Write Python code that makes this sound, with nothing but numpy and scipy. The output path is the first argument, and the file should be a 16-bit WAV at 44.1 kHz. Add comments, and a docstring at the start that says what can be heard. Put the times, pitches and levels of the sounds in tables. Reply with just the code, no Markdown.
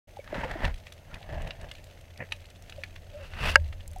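"""A waterproof camera housing scrapes and rocks on a sandy reef, is pulled up with a gritty rush,
takes one hard knock and shudders. Tiny slips and the blow ring the case; moving water buffets it.
Around it shrimp snap, each a dull crack and then a bright one, over water noise, a low hum and
the camera's thin whine. All is heard through the case, in mono; the knock overloads the microphone."""
import sys
import numpy as np
from scipy import signal
from scipy.fft import rfft, irfft
from scipy.io import wavfile
from scipy.ndimage import uniform_filter1d, map_coordinates

SR = 44100
rng = np.random.default_rng(int(sys.argv[2]) if len(sys.argv) > 2 else 0)


def materialize(psi):
    """Save the field psi as 16-bit PCM at rate SR to the path in sys.argv[1].

    A 1-D psi becomes a single channel; in a 2-D psi each row is a channel.
    """
    bounded = np.clip(np.atleast_2d(psi).T, -1, 1)
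    quanta = np.round(bounded * 32767).astype(np.int16)
    wavfile.write(sys.argv[1], SR, quanta)


N = 176400


def undb(db):
    """Decibels to gain."""
    return 10 ** (np.asarray(db) / 20)


def unit(x):
    """Scale to an rms of 1."""
    return x / np.sqrt(np.mean(x ** 2))


def clock():
    """Time of each sample in seconds."""
    return np.arange(N) / SR


def curve(rows, column=1):
    """One column of a table, joined by straight lines in time."""
    rows = np.array(rows)
    return np.interp(clock(), rows[:, 0], rows[:, column])


def swell(rows, column=1):
    """Gain envelope from a dB curve, silent outside its span."""
    return undb(curve(rows, column)) * (clock() >= rows[0][0]) * (clock() <= rows[-1][0])


def colour(x, eq):
    """Minimum-phase filter of unit energy, shaped by (freq_hz, gain_db) points."""
    size = 16384
    hz, db = np.array(eq).T
    freqs = np.maximum(np.fft.rfftfreq(size, 1 / SR), 1)
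    gain = undb(np.interp(np.log(freqs), np.log(hz), db))
    cepstrum = irfft(np.log(gain))
    cepstrum[1:size // 2] *= 2
    cepstrum[size // 2 + 1:] = 0
    impulse = irfft(np.exp(rfft(cepstrum)))
    return signal.fftconvolve(x, impulse / np.linalg.norm(impulse))[:N]


def butter(order, hz, kind="low"):
    """Butterworth filter sections."""
    return signal.butter(order, hz, kind, fs=SR, output="sos")


def wander(rate_hz):
    """Smooth random drift, rms 1."""
    knots = rng.standard_normal(2048)
    return unit(map_coordinates(knots, [clock() * rate_hz], order=3, mode="mirror"))


def fade(t, t60):
    """Exponential decay that starts at t = 0."""
    return (t >= 0) * np.exp(-np.log(1000) * np.maximum(t, 0) / t60)


def add(track, start_s, sound):
    """Mix a sound into a track in place."""
    i = int(np.clip(start_s * SR, 0, N - 1))
    track[i:i + len(sound)] += sound[:N - i]


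def crack(hz, t60, width=.5):
    """A noise burst of unit energy in one broad resonance; width is a share of the pitch."""
    burst = rng.standard_normal(1024) * fade(clock()[:1024], t60)
    rung = signal.lfilter(*signal.iirpeak(min(hz, SR / 4), 1 / width, fs=SR), burst)
    return rung / np.linalg.norm(rung)


def scatter(x, t60):
    """Smear clicks with a decaying cloud of reflections of unit energy."""
    t = clock()[:SR // 4]
    cloud = rng.standard_normal(len(t)) * fade(t, t60)
    return signal.fftconvolve(x, cloud / np.linalg.norm(cloud))[:N]


def friction(eq, slips_per_s, spread_db, hiss_db, spurt_db):
    """Many small slips and a smooth hiss ring the case, in quick spurts under a steady pressure."""
    sizes = undb(spread_db * np.minimum(rng.exponential(size=N), 4))
    slips = unit((rng.random(N) < slips_per_s / SR) * sizes * rng.choice([-1, 1], N))
    hiss = undb(hiss_db) * rng.standard_normal(N)
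    spurts = (slips + hiss) * undb(spurt_db * wander(140))
    steady = spurts / np.sqrt(uniform_filter1d(spurts ** 2, size=1800) + 1e-9)
    return unit(colour(steady, eq))


def glide(rows, rough):
    """A wavering tone that follows (time_s, pitch_hz, level_db) points."""
    phase = 2 * np.pi * np.cumsum(curve(rows)) / SR
    tone = (1 + rough * wander(110)) * np.sin(phase) + rough * wander(110) * np.cos(phase)
    return swell(rows, column=2) * tone


# Dark tone of the water bed: freq_hz, gain_db
WATER_EQ = [(10, -29), (25, 1), (55, -5.5), (85, -3), (130, -8.5), (260, -19), (440, -19.5), (600, -11),
            (1100, -31), (1650, -28), (2150, -26.5), (2400, -31.5), (2700, -26.5), (3400, -32),
            (9000, -40.5), (15500, -44.5)]


def water():
    """A steady bed of water noise whose level drifts slightly."""
    return undb(-52 + .6 * wander(5.2)) * colour(rng.standard_normal(N), WATER_EQ)


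def hum(pitch_hz=87.5, rise_db_per_s=2.5):
    """A low, wavering underwater hum that slowly grows."""
    t = clock()
    phase = 2 * np.pi * pitch_hz * t + .76 * wander(7.3)
    level_db = -53.5 + rise_db_per_s * (t - t.mean()) + 1.8 * wander(7.92)
    return undb(level_db) * unit(np.sin(phase))


# Partials of the camera's whine: pitch_hz, level_db
WHINE_PARTIALS = [(6309, -78), (12618, -80.5)]


def whine():
    """The camera gives off two faint, steady tones an octave apart."""
    return sum(undb(db) * unit(np.sin(2 * np.pi * hz * clock())) for hz, db in WHINE_PARTIALS)


def far_snaps(per_s=80, centre_hz=2550, octaves=.42, spread_db=2.5):
    """Cues for many weak snaps at random times, each with its own pitch and strength."""
    chance = rng.random(size=(1024, 4))[:int(per_s * N / SR)]
    start_s = chance[:, 0] * N / SR
    pitch_hz = centre_hz * 2 ** (octaves * (2 * chance[:, 1] - 1))
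    boost_db = spread_db * np.minimum(-np.log(chance[:, 2:]), 4)
    return list(zip(start_s, pitch_hz, -27 + boost_db[:, 0], -28.5 + boost_db[:, 1]))


# Close shrimp snaps, levels before each layer's trim: start_s, pitch_hz, dull_db, bright_db
NEAR_SNAPS = [(.276, 1480, -9.5, -33), (.344, 1480, -2, -23), (.511, 1990, -3, -8.5),
              (0.651, 2680, 6.5, -9), (.741, 3100, -12.5, -14.5), (.868, 2380, -7.5, -16),
              (.922, 2650, -10, -9), (1.142, 2470, -6, -10), (1.228, 2660, -11.5, -29),
              (1.418, 2900, -12, -12), (1.473, 2700, -7, -12), (1.5074, 2770, 2, -21),
              (1.611, 2000, -17, -11.5), (1.713, 2300, -2.5, -8), (1.751, 2920, -11.5, -18),
              (1.839, 3900, -21, -13), (2.173, 2210, -20, -9), (2.3208, 2400, 8, -0.5),
              (2.454, 2700, -17, -16), (2.5, 3270, -21, -16), (2.621, 3400, -30, -14),
              (2.696, 3000, -8, -10), (2.7236, 2580, -7.5, -20), (2.8357, 2400, 2.5, -6),
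              (2.961, 2140, -8.5, -18), (3.3361, 1690, -6, -28), (3.7272, 1980, -9.5, -23),
              (3.806, 2704, -12.5, -25.5)]


def shrimp(dull_trim_db=-10.5, bright_trim_db=-16.5, bright_lag_s=.0031, bright_ratio=4870 / 2550):
    """Each snap is a dull crack and then a bright one, scattered by the seabed; far ones crackle."""
    dull, bright = np.zeros((2, N))
    for start_s, hz, dull_db, bright_db in list(NEAR_SNAPS) + far_snaps():
        add(dull, start_s, undb(dull_db + dull_trim_db) * crack(hz, t60=.02))
        spark = crack(hz * bright_ratio, t60=.007, width=.7)
        add(bright, start_s + bright_lag_s, undb(bright_db + bright_trim_db) * spark)
    snaps = signal.sosfilt(butter(4, 4200), dull) + signal.sosfilt(butter(1, 13600), bright)
    return snaps + undb(-10.5) * scatter(snaps, t60=.087)


# Sand ticks on the lifted case: start_s, level_db
SAND_TICKS = [(3.878, -22), (3.914, -31), (3.933, -32), (3.961, -32), (3.985, -31)]


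def grit():
    """Single sand grains strike the case with thin, high ticks."""
    ticks = np.zeros(N)
    for start_s, db in SAND_TICKS:
        add(ticks, start_s, undb(db) * crack(hz=8200, t60=.014))
    return ticks


# Hollow blips, gurgles and thuds against the case: start_s, pitch_hz, level_db, t60_s
BLIP_CUES = [(.168, 804, -35.5, .045), (.191, 553, -28.5, .04), (.198, 2280, -39.5, .048),
             (.26, 1690, -42, .05), (.326, 623, -26, .05), (.328, 350, -30, .04), (.35, 579, -29, 0.066),
             (.38, 202, -28, .09), (.434, 924, -18.5, 0.021), (.452, 530, -27, 0.066),
             (.554, 647, -26, 0.034), (.555, 328, -32, .05), (.709, 36.2, -25.5, .22),
             (1.112, 1400, -42, 0.047), (1.211, 772, -36, .03), (1.368, 618, -26.5, 0.059),
             (2.781, 563, -30, 0.078), (3.961, 758, -37, .07)]


def blips(attack_s=.0033, sag_per_s=1.3, rough=.45):
    """Pockets of water and air ring briefly and unsteadily in the case and sink in pitch."""
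    track = np.zeros(N)
    waver = 1 + rough * (wander(110) + 1j * wander(110))
    for start_s, hz, db, t60 in BLIP_CUES:
        t = np.maximum(clock() - start_s, 0)
        phase = 2 * np.pi * np.cumsum(hz * np.exp(-sag_per_s * t) * (t > 0)) / SR
        tone = waver.real * np.sin(phase) + waver.imag * np.cos(phase)
        track += undb(db) * np.minimum(t / attack_s, 1) * fade(t, t60) * tone
    return track


# Surges of water on the case: time_s, level_db
BUFFET_ENVELOPE = [(.3, -56), (.39, -39), (.445, -38), (.48, -57), (.525, -36.5), (.605, -47), (.655, -20),
                   (.70, -35), (.8, -58), (1.05, -66), (1.15, -40.5), (1.21, -56), (1.335, -35),
                   (1.45, -33), (1.54, -54), (1.635, -42.5), (1.75, -52), (2.3, -60), (3.12, -49),
                   (3.33, -44), (3.45, -29), (3.56, -36), (3.85, -43), (4.0, -38)]
# Their sub-heavy tone: freq_hz, gain_db
BUFFET_EQ = [(10, -24), (22, 5.5), (36, 2), (55, -7.5), (80, -1), (115, -15.5), (200, -26.5), (1500, -98)]


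def buffeting():
    """Water pushes on the moving case: a low rumble that swells and ebbs."""
    rumble = signal.hilbert(colour(rng.standard_normal(N), BUFFET_EQ))
    strength = np.sqrt(uniform_filter1d(np.abs(rumble) ** 2, size=3000))
    return swell(BUFFET_ENVELOPE) * unit(rumble.real / strength)


# Arc of the squeak: time_s, pitch_hz, level_db
SQUEAK_PATH = [(3.115, 520, -60), (3.14, 558, -46), (3.18, 613, -42), (3.21, 564, -46.5), (3.265, 516, -59)]


def squeak():
    """The case gives a soft, rough squeak that bends up and back down."""
    return glide(SQUEAK_PATH, rough=.65)


# Pulses of the shaking mount: time_s, pitch_hz, level_db
SHUDDER_PATH = [(3.38, 75.9, -61), (3.46, 75.6, -27.5), (3.54, 76.4, -34.5), (3.615, 80.8, -21.5),
                (3.665, 72, -34), (3.71, 69.6, -34), (3.76, 69.2, -59.5)]


def shudder():
    """The mount vibrates with a low, throbbing tone."""
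    return glide(SHUDDER_PATH, rough=.12)


# Boxy tone of the scuff: freq_hz, gain_db
SCUFF_EQ = [(50, -8), (135, 7.5), (300, -9.5), (550, -1.5), (1200, -19), (1900, -1.5), (2500, -10.5),
            (3400, -36), (12000, -66)]


def scuff(peak_s=2.217, rise_s=.015, fall_s=.017):
    """The case slips once: a short, bell-shaped swell of friction."""
    t = clock() - peak_s
    envelope = undb(-35.5) * np.exp(-.5 * (t / np.where(t < 0, rise_s, fall_s)) ** 2)
    return envelope * friction(SCUFF_EQ, slips_per_s=540, spread_db=-1.5, hiss_db=-12, spurt_db=1.5)


# Scraping strokes: time_s, level_db
SCRAPE_ENVELOPE = [(.25, -65), (.33, -43), (.35, -36), (.405, -37.5), (.438, -34), (.48, -42),
                   (.515, -36.5), (.545, -43), (.595, -41.5), (.652, -28.5), (.70, -44), (.82, -98),
                   (1.07, -61), (1.15, -47), (1.195, -55)]
# Hollow tone of the scraped case: freq_hz, gain_db
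SCRAPE_EQ = [(40, -13), (130, 5.5), (215, 2.5), (340, -8), (560, 2), (740, -0.5), (900, 0.5), (1200, -7.5),
             (1900, 0.5), (2400, -10), (2700, -10), (3600, -17.5), (8000, -35), (15500, -42)]


def scrape():
    """The housing drags in uneven, grainy strokes."""
    texture = friction(SCRAPE_EQ, slips_per_s=1100, spread_db=1.5, hiss_db=-3, spurt_db=1.8)
    return swell(SCRAPE_ENVELOPE) * texture


# Rubbing strokes: time_s, level_db
RUB_ENVELOPE = [(1.2, -58), (1.265, -51), (1.30, -41.5), (1.375, -39.5), (1.43, -44), (1.475, -40),
                (1.55, -56), (1.59, -54), (1.635, -42.5), (1.71, -57)]
# Muffled tone of the rubbed case: freq_hz, gain_db
RUB_EQ = [(40, -8.5), (140, 1.5), (260, -12), (450, -11), (620, 0.5), (950, -12.5), (1400, -21.5),
          (1750, -9.5), (2400, -23.5), (2750, -17.5), (3700, -30), (15500, -59)]


def rub():
    """Sparser slips make a softer, duller rubbing on the case."""
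    texture = friction(RUB_EQ, slips_per_s=700, spread_db=2.5, hiss_db=-3, spurt_db=3)
    return swell(RUB_ENVELOPE) * texture


# Build of the rush as the camera is lifted: time_s, level_db
RUSH_ENVELOPE = [(3.12, -66), (3.21, -55), (3.262, -48), (3.30, -58), (3.355, -50), (3.415, -37),
                 (3.462, -29), (3.508, -27.5), (3.535, -39), (3.555, -38.5), (3.595, -68)]
# Its gritty tone: freq_hz, gain_db
RUSH_EQ = [(40, -23.5), (150, 6), (290, -10), (540, -2.5), (1050, -5), (1650, -1), (2350, -7), (2680, 4),
           (3100, -7), (4100, -14), (4700, -12.5), (6800, -24.5), (10000, -26), (15500, -34)]


def lift(crossover_hz=3300, body_lead_s=.014):
    """Water and sand rush over the rising case: the body comes first and the sandy hiss follows."""
    rush = friction(RUSH_EQ, slips_per_s=2500, spread_db=1, hiss_db=-6, spurt_db=1)
    body = signal.sosfiltfilt(butter(2, crossover_hz), rush)
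    hiss = rush - body
    early = swell([(time_s - body_lead_s, db) for time_s, db in RUSH_ENVELOPE])
    return early * body + swell(RUSH_ENVELOPE) * hiss


# Modes of the knocked housing, gains relative to the blow: pitch_hz, gain_db, t60_s
HOUSING_MODES = [(552, -21, .07), (586, -26.5, 0.11), (916, -18, 0.04), (1370, -6, 0.016),
                 (1584, 15.5, 0.0059), (1622, -10, 0.035), (1874, -16.5, 0.024), (2180, -5.5, 0.019),
                 (2766, -4, 0.018), (4145, -19.5, 0.011), (4890, -8, 0.011), (8620, -16.5, 0.0066)]


def knock(start_s=3.5567, attack_s=.0016, rebound_lag_s=.0038, hit_db=1.5, rebound_db=-18):
    """A hard blow and its quick rebound ring the case: a short, bright knock with little bass."""
    impact = np.zeros(N)
    for blow_s, blow_db in [(start_s, hit_db), (start_s + rebound_lag_s, rebound_db)]:
        t = clock() - blow_s
        attack = np.clip(t / attack_s, 0, 1)
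        for hz, db, t60 in HOUSING_MODES:
            impact += undb(blow_db + db) * attack * fade(t, t60) * np.sin(2 * np.pi * hz * t)
    add(impact, start_s, undb(-6) * crack(hz=5400, t60=.012))
    return signal.sosfilt(butter(2, 427, "high"), impact)


def scene():
    """Everything reaches both channels alike through the housing."""
    case = scuff() + scrape() + rub() + lift() + buffeting() + blips() + squeak() + knock() + shudder()
    mix = case + shrimp() + water() + hum() + whine() + grit()
    return np.tile(mix, (2, 1))


def record(dry):
    """The microphone opens after a moment, flattens the loudest peaks and loses the top."""
    open_s, fade_in_s, top_hz = .072, .0094, 15700
    opened = dry * np.clip((clock() - open_s) / fade_in_s, 0, 1)
    clipped = .97 * opened / (1 + opened ** 6) ** (1 / 6)
    return signal.sosfilt(signal.ellip(8, .2, 80, top_hz, fs=SR, output="sos"), clipped)


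dry = scene()
out = record(dry)
materialize(out)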